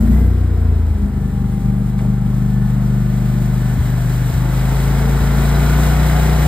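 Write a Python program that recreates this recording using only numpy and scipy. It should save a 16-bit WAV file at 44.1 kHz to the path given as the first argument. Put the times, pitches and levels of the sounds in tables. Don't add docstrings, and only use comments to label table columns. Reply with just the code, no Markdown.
import sys
import numpy as np
from scipy.fft import rfft, irfft, next_fast_len
from scipy.io import wavfile
from scipy.ndimage import uniform_filter1d, minimum_filter1d, map_coordinates

SR = 44100
rng = np.random.default_rng(int(sys.argv[2]) if len(sys.argv) > 2 else 0)


def unload_wav(signal):
    wavfile.write(
        sys.argv[1],
        SR,
        np.round(np.clip(np.atleast_2d(signal).T, -1, 1) * 32767).astype(np.int16),
    )


N = 285327
TIME_S = np.arange(N) / SR

# time_s, speed_hz
SPEED = [(0.0, 26.31), (0.18, 31.14), (0.45, 29.86), (0.65, 28.08), (1.08, 25.1), (1.55, 24.81),
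         (2.45, 25.03), (3.7, 25.08), (4.32, 24.88), (4.75, 26.73), (5.05, 27.63), (5.35, 27.83),
         (5.75, 29.61), (6.1, 30.37), (6.47, 30.21)]
# time_s, share
BURN = [(0, 0.37), (.17, 0.88), (.32, 0.24), (.85, 0.08), (1.05, 0.45), (1.6, 0.73), (2.5, 1)]
# time_s, distance_m
DISTANCE = [(0, 10.7), (1.5, 7.9), (2.5, 6.7), (3.3, 4.76), (3.85, 3.87), (4.5, 2.97), (5.7, 2.07),
            (6.47, 2.02)]
# order, coasting_db, firing_db, effort_gain_db, open_throttle_gain_db
EXHAUST_ORDERS = [(1, -44, -51, 11.5, 5), (2, -24, -21.5, 7.5, 3.5), (3, -14, -34, 2, 4),
                  (4, -36.5, -32, 6, -7), (5, -31.5, -17.5, 0, -2), (6, -38.5, -25.5, -1.5, 4),
                  (7, -34.5, -29, -5, -7), (8, -29, -20.5, -5, 0.5), (9, -32.5, -38, -12, -3),
                  (10, -45, -44, -2.5, -4), (11, -41, -42.5, -5.5, 6)]
# centre_s, spread_s, gain_db
HANDOVER_DIP = (1, 0.14, -7.5)
HANDOVER_ORDERS = [5, 6, 7]
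# centre_s, spread_s, gain_db
ECHO_NODES = [(4.21, 0.32, -19.5), (6.32, 0.25, -11.5)]
# pitch_hz, width_hz, gain_db
PANEL_MODES = [(1420, 200, 1), (2020, 140, -3), (3070, 95, -8), (3950, 130, -5.5), (4950, 300, -10.5)]
VALVE_CLOSINGS = [0, .21, .375, .585]
# order, level_db, centre_s, spread_s
WHINE_BEAMS = [(12, -40.5, 6.1, .6), (13, -36.5, 6, .9), (14, -44.5, 3.3, .7), (14, -41, 5.2, .5),
               (16, -45, .5, .6), (16, -38.5, 5.6, .9), (22, -47, .15, .2), (24, -54, .45, .2),
               (24, -42, 5.9, .8), (28, -49, 3.9, .6), (30, -50.5, 2.55, .17), (32, -45.5, 1.87, .9),
               (32, -41.5, 5.55, .5), (34, -47, 4.9, .4), (34, -41.5, 6, .4), (36, -54, 2.1, 1.1),
               (40, -45, 5.6, .25), (44, -56, 2.5, .5), (50, -47.5, 5.6, .7), (51, -56, 2.6, .5),
               (53, -44, 5.3, .22), (59, -52.5, 3.4, .9), (60, -47, 5.85, .2), (66, -48, .17, .1),
               (66, -52, 4, .35), (70, -56, 1.3, .17), (70, -54.5, 2.9, .8), (70, -48.5, 4.1, .55)]
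# start_s, level_db, pitch_hz
STUMBLES = [(0.902, -13, 74), (.952, -14, 74), (1.029, -17, 80.5), (1.338, -13, 104), (1.603, -24, 115),
            (1.924, -39, 120), (2.258, -23, 125), (3.761, -14.5, 105), (3.775, -10.5, 74),
            (3.789, -23, 72.4), (3.802, -7, 74), (4.184, -21, 115), (4.32, -14, 74), (4.336, -8.5, 74),
            (4.357, -16, 74), (5.202, -16.5, 101), (5.213, -14, 80)]
# start_s, level_db, t60_s, cutoff_hz
FOOTFALLS = [(1.442, -31, .022, 1300), (1.98, -46, 0.33, 11900), (1.991, -33.5, 0.094, 2700),
             (2.007, -31, 0.32, 750), (2.051, -26.5, 0.049, 684)]
# start_s, level_db
KNOCKS = [(4.592, -33), (5.546, -27)]

# frequency_hz, relative_density_db
BARK_SPECTRUM = [(110, -28), (165, -5), (205, 8), (240, 6), (280, -13), (380, -34), (700, -21), (1650, -35),
                 (2050, -36), (2600, -50), (13000, -37)]
MUFFLER_SPECTRUM = [(20, -52), (35, -32), (50, -13), (70, -2), (100, -2), (135, -3), (170, -1), (215, -2),
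                    (270, -11), (400, -28), (900, -70)]
PUFF_SPECTRUM = [(100, -5.5), (220, 1.5), (300, -1), (400, -1.5), (500, -8), (650, -31), (1200, -39.5)]
HOUSING_SPECTRUM = [(300, -7), (520, -4), (720, 0.96), (950, -5), (1130, -6.5), (1450, -5.5), (1750, -11),
                    (2100, -10.5), (2600, -18), (3500, -19.5), (7000, -70)]
HISS_SPECTRUM = [(1200, -4), (2500, 4), (3300, 0.5), (4000, 1.5), (5000, -3), (6500, 0.5), (8500, -0.5),
                 (10500, -3), (13200, -1), (15500, 0.5)]
INSECT_SPECTRUM = [(6400, -50), (6850, -10), (7200, -40), (9000, -25), (9480, -9), (9650, 0), (9820, -11),
                   (10200, -45)]
VENT_SPECTRUM = [(1100, -35), (1400, -4), (1750, 0), (2100, -6), (2600, -35)]

# far_idle_db, nearness_db_per_db, effort_gain_db, open_throttle_gain_db
BURBLE_LAW = (-29.5, -0.11, -3, 0.5)
PUFF_LAW = (-37.5, 0.16, 5.5, 3)
HOUSING_LAW = (-46, 1.07, 4, 2.5)
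HISS_LAW = (-51.5, 1.493, -0.4, 6)
WHIRR_LAW = (-48.5, 1, 3.5, 2)
RATTLE_LAW = (-59, 1.21, 5.5, 3)

# frequency_hz, coherence
PORT_COHERENCE = [(60, 1), (300, .98), (850, .96), (1100, .75), (1600, .98), (3000, .6), (3900, .78),
                  (4900, .25), (5900, .95), (8000, .88), (15000, .88)]
# frequency_hz, left_minus_right_db
PORT_BALANCE = [(60, 1.4), (120, 2.4), (250, 3.3), (550, 4.5), (720, 3.5), (950, -.5), (1900, 0),
                (3600, -1.2), (7000, 0), (15000, 0)]
# frequency_hz, left_lead_rad
PORT_PHASE = [(60, -.07), (200, -.2), (330, -.55), (520, -.65), (780, -1.2), (1080, -.35), (1350, -.45),
              (2100, .9), (2650, 2.2), (3500, 1), (5000, .6), (5900, 3.2), (8200, 6.3), (10800, 9.4),
              (13400, 12.6), (15800, 15.7)]

CRANK_START, SECOND_FIRING = .215, 3 / 8
FIRING_LEAD, PUMPING_LAG, BARK_LAG = .09, .54, .785
IDLE_HZ, EFFORT_SPAN_HZ = 25, 2.75
THROTTLE_OPEN_S = .27
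SETTLE_S, SETTLE_SPREAD_S = 1.01, .23
MUFFLER_HZ, MUFFLER_Q = 115.6, 5.8
NODE_ORDER = 8


def amp(db):
    return 10 ** (np.asarray(db) / 20)


def unit(x):
    return x / np.sqrt(np.mean(x ** 2) + 1e-20)


def along(points, hz):
    frequencies, values = np.transpose(points)
    return np.interp(np.log(hz + 1), np.log(frequencies + 1), values)


def curve(points):
    return np.interp(TIME_S, *np.transpose(points))


def lobe(centre_s, spread_s, order):
    return 1 / (1 + np.abs((TIME_S - centre_s) / spread_s) ** order)


def wobble(rate_hz):
    coarse = np.linspace(0, N, 2048)
    knots = rng.standard_normal(1024)
    spline = map_coordinates(knots, [coarse * rate_hz / SR], mode="mirror")
    return np.interp(np.arange(N), coarse, spline)


def filtered(x, response):
    size = next_fast_len(N + SR // 2)
    return irfft(rfft(x, size) * response(np.fft.rfftfreq(size, 1 / SR)), size)[..., :N]


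def rush(spectrum):
    def response(hz):
        angle = np.arccos(np.clip(along(PORT_COHERENCE, hz), 0, 1)) / 2
        return amp(along(spectrum, hz)) * [np.cos(angle), np.sin(angle)]
    mid, side = filtered(rng.standard_normal((2, N)), response)
    return unit(np.array([mid + side, mid - side]))


def strokes(cycle, depth, sharpness, first):
    bump = lambda at: np.exp(sharpness * (np.cos(2 * np.pi * (cycle - at)) - 1))
    return unit(1 + depth * (first * bump(0) + bump(SECOND_FIRING)))


def firing_share(stumble_loss, spread_s):
    hardest_db = max(db for _, db, _ in STUMBLES)
    sags = [amp((db - hardest_db) / 2) * lobe(s, spread_s, order=4) for s, db, _ in STUMBLES]
    return np.clip(curve(BURN), 0, 1) * (1 - stumble_loss * np.max(sags, axis=0))


def exhaust(cycle, speed, effort, burn, throttle, flutter_db, weak_pulse, lag_rad):
    settled = .5 + .5 * np.tanh((TIME_S - SETTLE_S) / SETTLE_SPREAD_S)
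    dip_s, dip_spread_s, dip_db = HANDOVER_DIP
    hollow_db = dip_db * lobe(dip_s, dip_spread_s, order=4)
    node_db = sum(db * lobe(s, spread_s, order=2) for s, spread_s, db in ECHO_NODES)
    out = np.zeros(N)
    for k, coasting_db, firing_db, effort_db, open_db in EXHAUST_ORDERS:
        db = coasting_db + burn * (firing_db - coasting_db) + effort * effort_db + throttle * open_db
        db += flutter_db * np.sqrt(k) * wobble(14)
        db += (k == NODE_ORDER) * node_db + (k in HANDOVER_ORDERS) * hollow_db
        second_pulse = np.exp(-2j * np.pi * k * SECOND_FIRING)
        tuning = k * speed / MUFFLER_HZ
        muffler_lag = np.arctan(MUFFLER_Q * (tuning - 1 / tuning))
        firing = np.angle(weak_pulse + second_pulse) + 2 * np.pi * k * FIRING_LEAD - muffler_lag - lag_rad
        pumping = np.angle(1 + weak_pulse * second_pulse) - 2 * np.pi * k * PUMPING_LAG
        shift = firing - pumping
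        shift -= 2 * np.pi * np.round(shift[int(SETTLE_S * SR)] / (2 * np.pi))
        out += np.sqrt(2) * amp(db) * np.cos(2 * np.pi * k * cycle + pumping + settled * shift)
    return out


def chug(cycle, raggedness, even_db, ragged_db):
    strengths = rng.standard_normal(int(cycle[-1]) + 2)
    strength = np.interp(cycle, np.arange(len(strengths)), strengths)
    return amp((even_db + ragged_db * raggedness) * strength)


def bark(cycle, speed, throttle, rasp_db, ring_db, ring_hz, decay_s):
    age = (cycle - BARK_LAG) % 1 / speed
    ring = unit(age / decay_s * np.exp(-age / decay_s) * np.sin(2 * np.pi * ring_hz * age))
    ring_fade = lobe(0, .67 * THROTTLE_OPEN_S, order=4)
    rasp = rush(BARK_SPECTRUM) * strokes(cycle - BARK_LAG, depth=1.4, sharpness=.46, first=.61)
    return amp(rasp_db) * throttle * rasp + amp(ring_db) * ring_fade * ring


def muffler_burble(cycle, burn):
    return burn ** .2 * rush(MUFFLER_SPECTRUM) * strokes(cycle, depth=.11, sharpness=2.1, first=.7)


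def exhaust_puffs(cycle):
    return rush(PUFF_SPECTRUM) * strokes(cycle, depth=.32, sharpness=3.7, first=.36)


def fan_rush(cycle):
    return rush(HOUSING_SPECTRUM) * strokes(cycle, depth=.12, sharpness=19, first=.37)


def air_hiss(cycle):
    flicker = amp(.99 * wobble(18))
    return flicker * rush(HISS_SPECTRUM) * strokes(cycle, depth=.22, sharpness=5.1, first=.15)


def whirr(cycle, odd_db, fade_hz):
    usual_speed = np.mean(SPEED, axis=0)[1]
    out = np.zeros(N)
    for k in np.arange(12, 100):
        hz = k * usual_speed
        db = np.maximum(along(HOUSING_SPECTRUM, hz), along(PUFF_SPECTRUM, hz)) + odd_db * (k % 2)
        phase = 2 * np.pi * k * cycle
        out += amp(db) * (wobble(fade_hz) * np.sin(phase) + wobble(fade_hz) * np.cos(phase))
    return unit(out)


def valve_rattle(cycle, speed, clack_s, scatter_db, buzz):
    def steel(f):
        return sum((-1) ** k * amp(db) * 1j * f * width / (hz * hz - f * f + 1j * f * width)
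                   for k, (hz, width, db) in enumerate(PANEL_MODES))
    drive = np.full(N, buzz)
    for closing in VALVE_CLOSINGS:
        strengths = amp(scatter_db * rng.standard_normal(int(cycle[-1]) + 2))
        age = (cycle - closing) % 1 / speed
        drive += strengths[(cycle + 1 - closing).astype(int)] * np.exp(-age / clack_s)
    white_noise = rush([(1000, 0)])
    return unit(filtered(drive * white_noise, steel))


def whine(cycle, waver_db, waver_rad):
    out = np.zeros(N)
    for k in sorted({row[0] for row in WHINE_BEAMS}):
        beams = [amp(db) * lobe(s, spread_s, order=4)
                 for order, db, s, spread_s in WHINE_BEAMS if order == k]
        tone = np.sin(2 * np.pi * (k * cycle + rng.random()) + waver_rad * wobble(16))
        out += np.sqrt(2) * np.max(beams, axis=0) * amp(waver_db * wobble(9)) * tone
    return out


def insects(level_db, shimmer_db, passed_s, spread_s):
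    shimmer = amp(level_db + shimmer_db * wobble(24.6))
    return shimmer * lobe(passed_s, spread_s, order=2) * rush(INSECT_SPECTRUM)


def stumbles(decay_s, low_cut_hz):
    out = np.zeros(N)
    for start_s, db, ring_hz in STUMBLES:
        age = np.maximum(TIME_S - start_s, 0)
        envelope = age / decay_s * np.exp(1 - age / decay_s)
        out -= amp(db) * envelope * np.sin(2 * np.pi * ring_hz * age)
    return filtered(out, lambda hz: 1 - 1 / (1 + (hz / low_cut_hz) ** 6))


def footfalls():
    out = np.zeros(N)
    for start_s, db, t60_s, cutoff_hz in FOOTFALLS:
        age = np.maximum(TIME_S - start_s, 0)
        band = lambda hz: hz / (hz + cutoff_hz / 2) / (1 + (hz / cutoff_hz) ** 6)
        scuff = unit(filtered(rng.standard_normal(N), band))
        out += amp(db - 60 * age / t60_s) * (age > 0) * scuff
    return out


def vent_rasp(cycle, level_db, passed_s, spread_s):
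    rasp = rush(VENT_SPECTRUM) * strokes(cycle, depth=.6, sharpness=5.5, first=.6)
    return amp(level_db) * lobe(passed_s, spread_s, order=4) * rasp


def panel_knocks(t60_s, low_cut_hz):
    out = np.zeros(N)
    for start_s, level_db in KNOCKS:
        age = np.maximum(TIME_S - start_s, 0)
        ring = sum(amp(db) / (1 + (low_cut_hz / hz) ** 6) * np.sin(2 * np.pi * hz * age)
                   for hz, _, db in PANEL_MODES)
        out += amp(level_db - 60 * age / t60_s) * ring
    return out


def scene():
    speed, distance = curve(SPEED), curve(DISTANCE)
    cycle = CRANK_START + np.cumsum(speed) / SR + .00083 * wobble(12)
    effort = np.tanh((speed - IDLE_HZ) / EFFORT_SPAN_HZ)
    throttle = lobe(0, THROTTLE_OPEN_S, order=6)
    burn = firing_share(stumble_loss=.31, spread_s=.017)
    raggedness = np.sin(np.pi * burn)
    nearness_db = 20 * np.log10(distance[0] / distance)

    def level(far_db, growth, effort_db, open_db):
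        return amp(far_db + growth * nearness_db + effort_db * effort + open_db * throttle)

    burble = level(*BURBLE_LAW) * muffler_burble(cycle, burn)
    puffs = level(*PUFF_LAW) * exhaust_puffs(cycle)
    gas = amp(2 * raggedness) * (burble + puffs)
    fan = level(*HOUSING_LAW) * fan_rush(cycle)
    vent = vent_rasp(cycle, level_db=-45.5, passed_s=3.98, spread_s=.39)
    hiss = level(*HISS_LAW) * air_hiss(cycle)
    gear = level(*WHIRR_LAW) * whirr(cycle, odd_db=-9, fade_hz=1.8)
    rattle = level(*RATTLE_LAW) * valve_rattle(cycle, speed, clack_s=.0034, scatter_db=3.5, buzz=.46)
    knocks = panel_knocks(t60_s=.12, low_cut_hz=3214)
    tones = whine(cycle, waver_db=2, waver_rad=.42)
    throb = exhaust(cycle, speed, effort, burn, throttle, flutter_db=.21, weak_pulse=.68, lag_rad=1.3)
    throb *= chug(cycle, raggedness, even_db=.25, ragged_db=2)
    thumps = stumbles(decay_s=.0066, low_cut_hz=40)
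    flare = bark(cycle, speed, throttle, rasp_db=-23, ring_db=-17.5, ring_hz=227.5, decay_s=.0078)
    generator = throb + thumps + flare + gas + fan + vent + hiss + gear + rattle + knocks + tones
    return generator + footfalls() + insects(level_db=-60.5, shimmer_db=1.5, passed_s=1.55, spread_s=.85)


def record(dry):
    half = np.array([[.5], [-.5]])
    response = lambda hz: amp(half * along(PORT_BALANCE, hz)) * np.exp(1j * half * along(PORT_PHASE, hz))
    fade_in = np.minimum(TIME_S / .008, 1)
    ports = filtered(dry * fade_in, response)
    safe_gain = np.minimum(1, .9 / (np.abs(ports).max(axis=0) + 1e-9))
    limiter_gain = uniform_filter1d(minimum_filter1d(safe_gain, size=801), size=801)
    return filtered(ports * limiter_gain, lambda hz: hz < 15750)


dry = scene()
out = record(dry)
unload_wav(out)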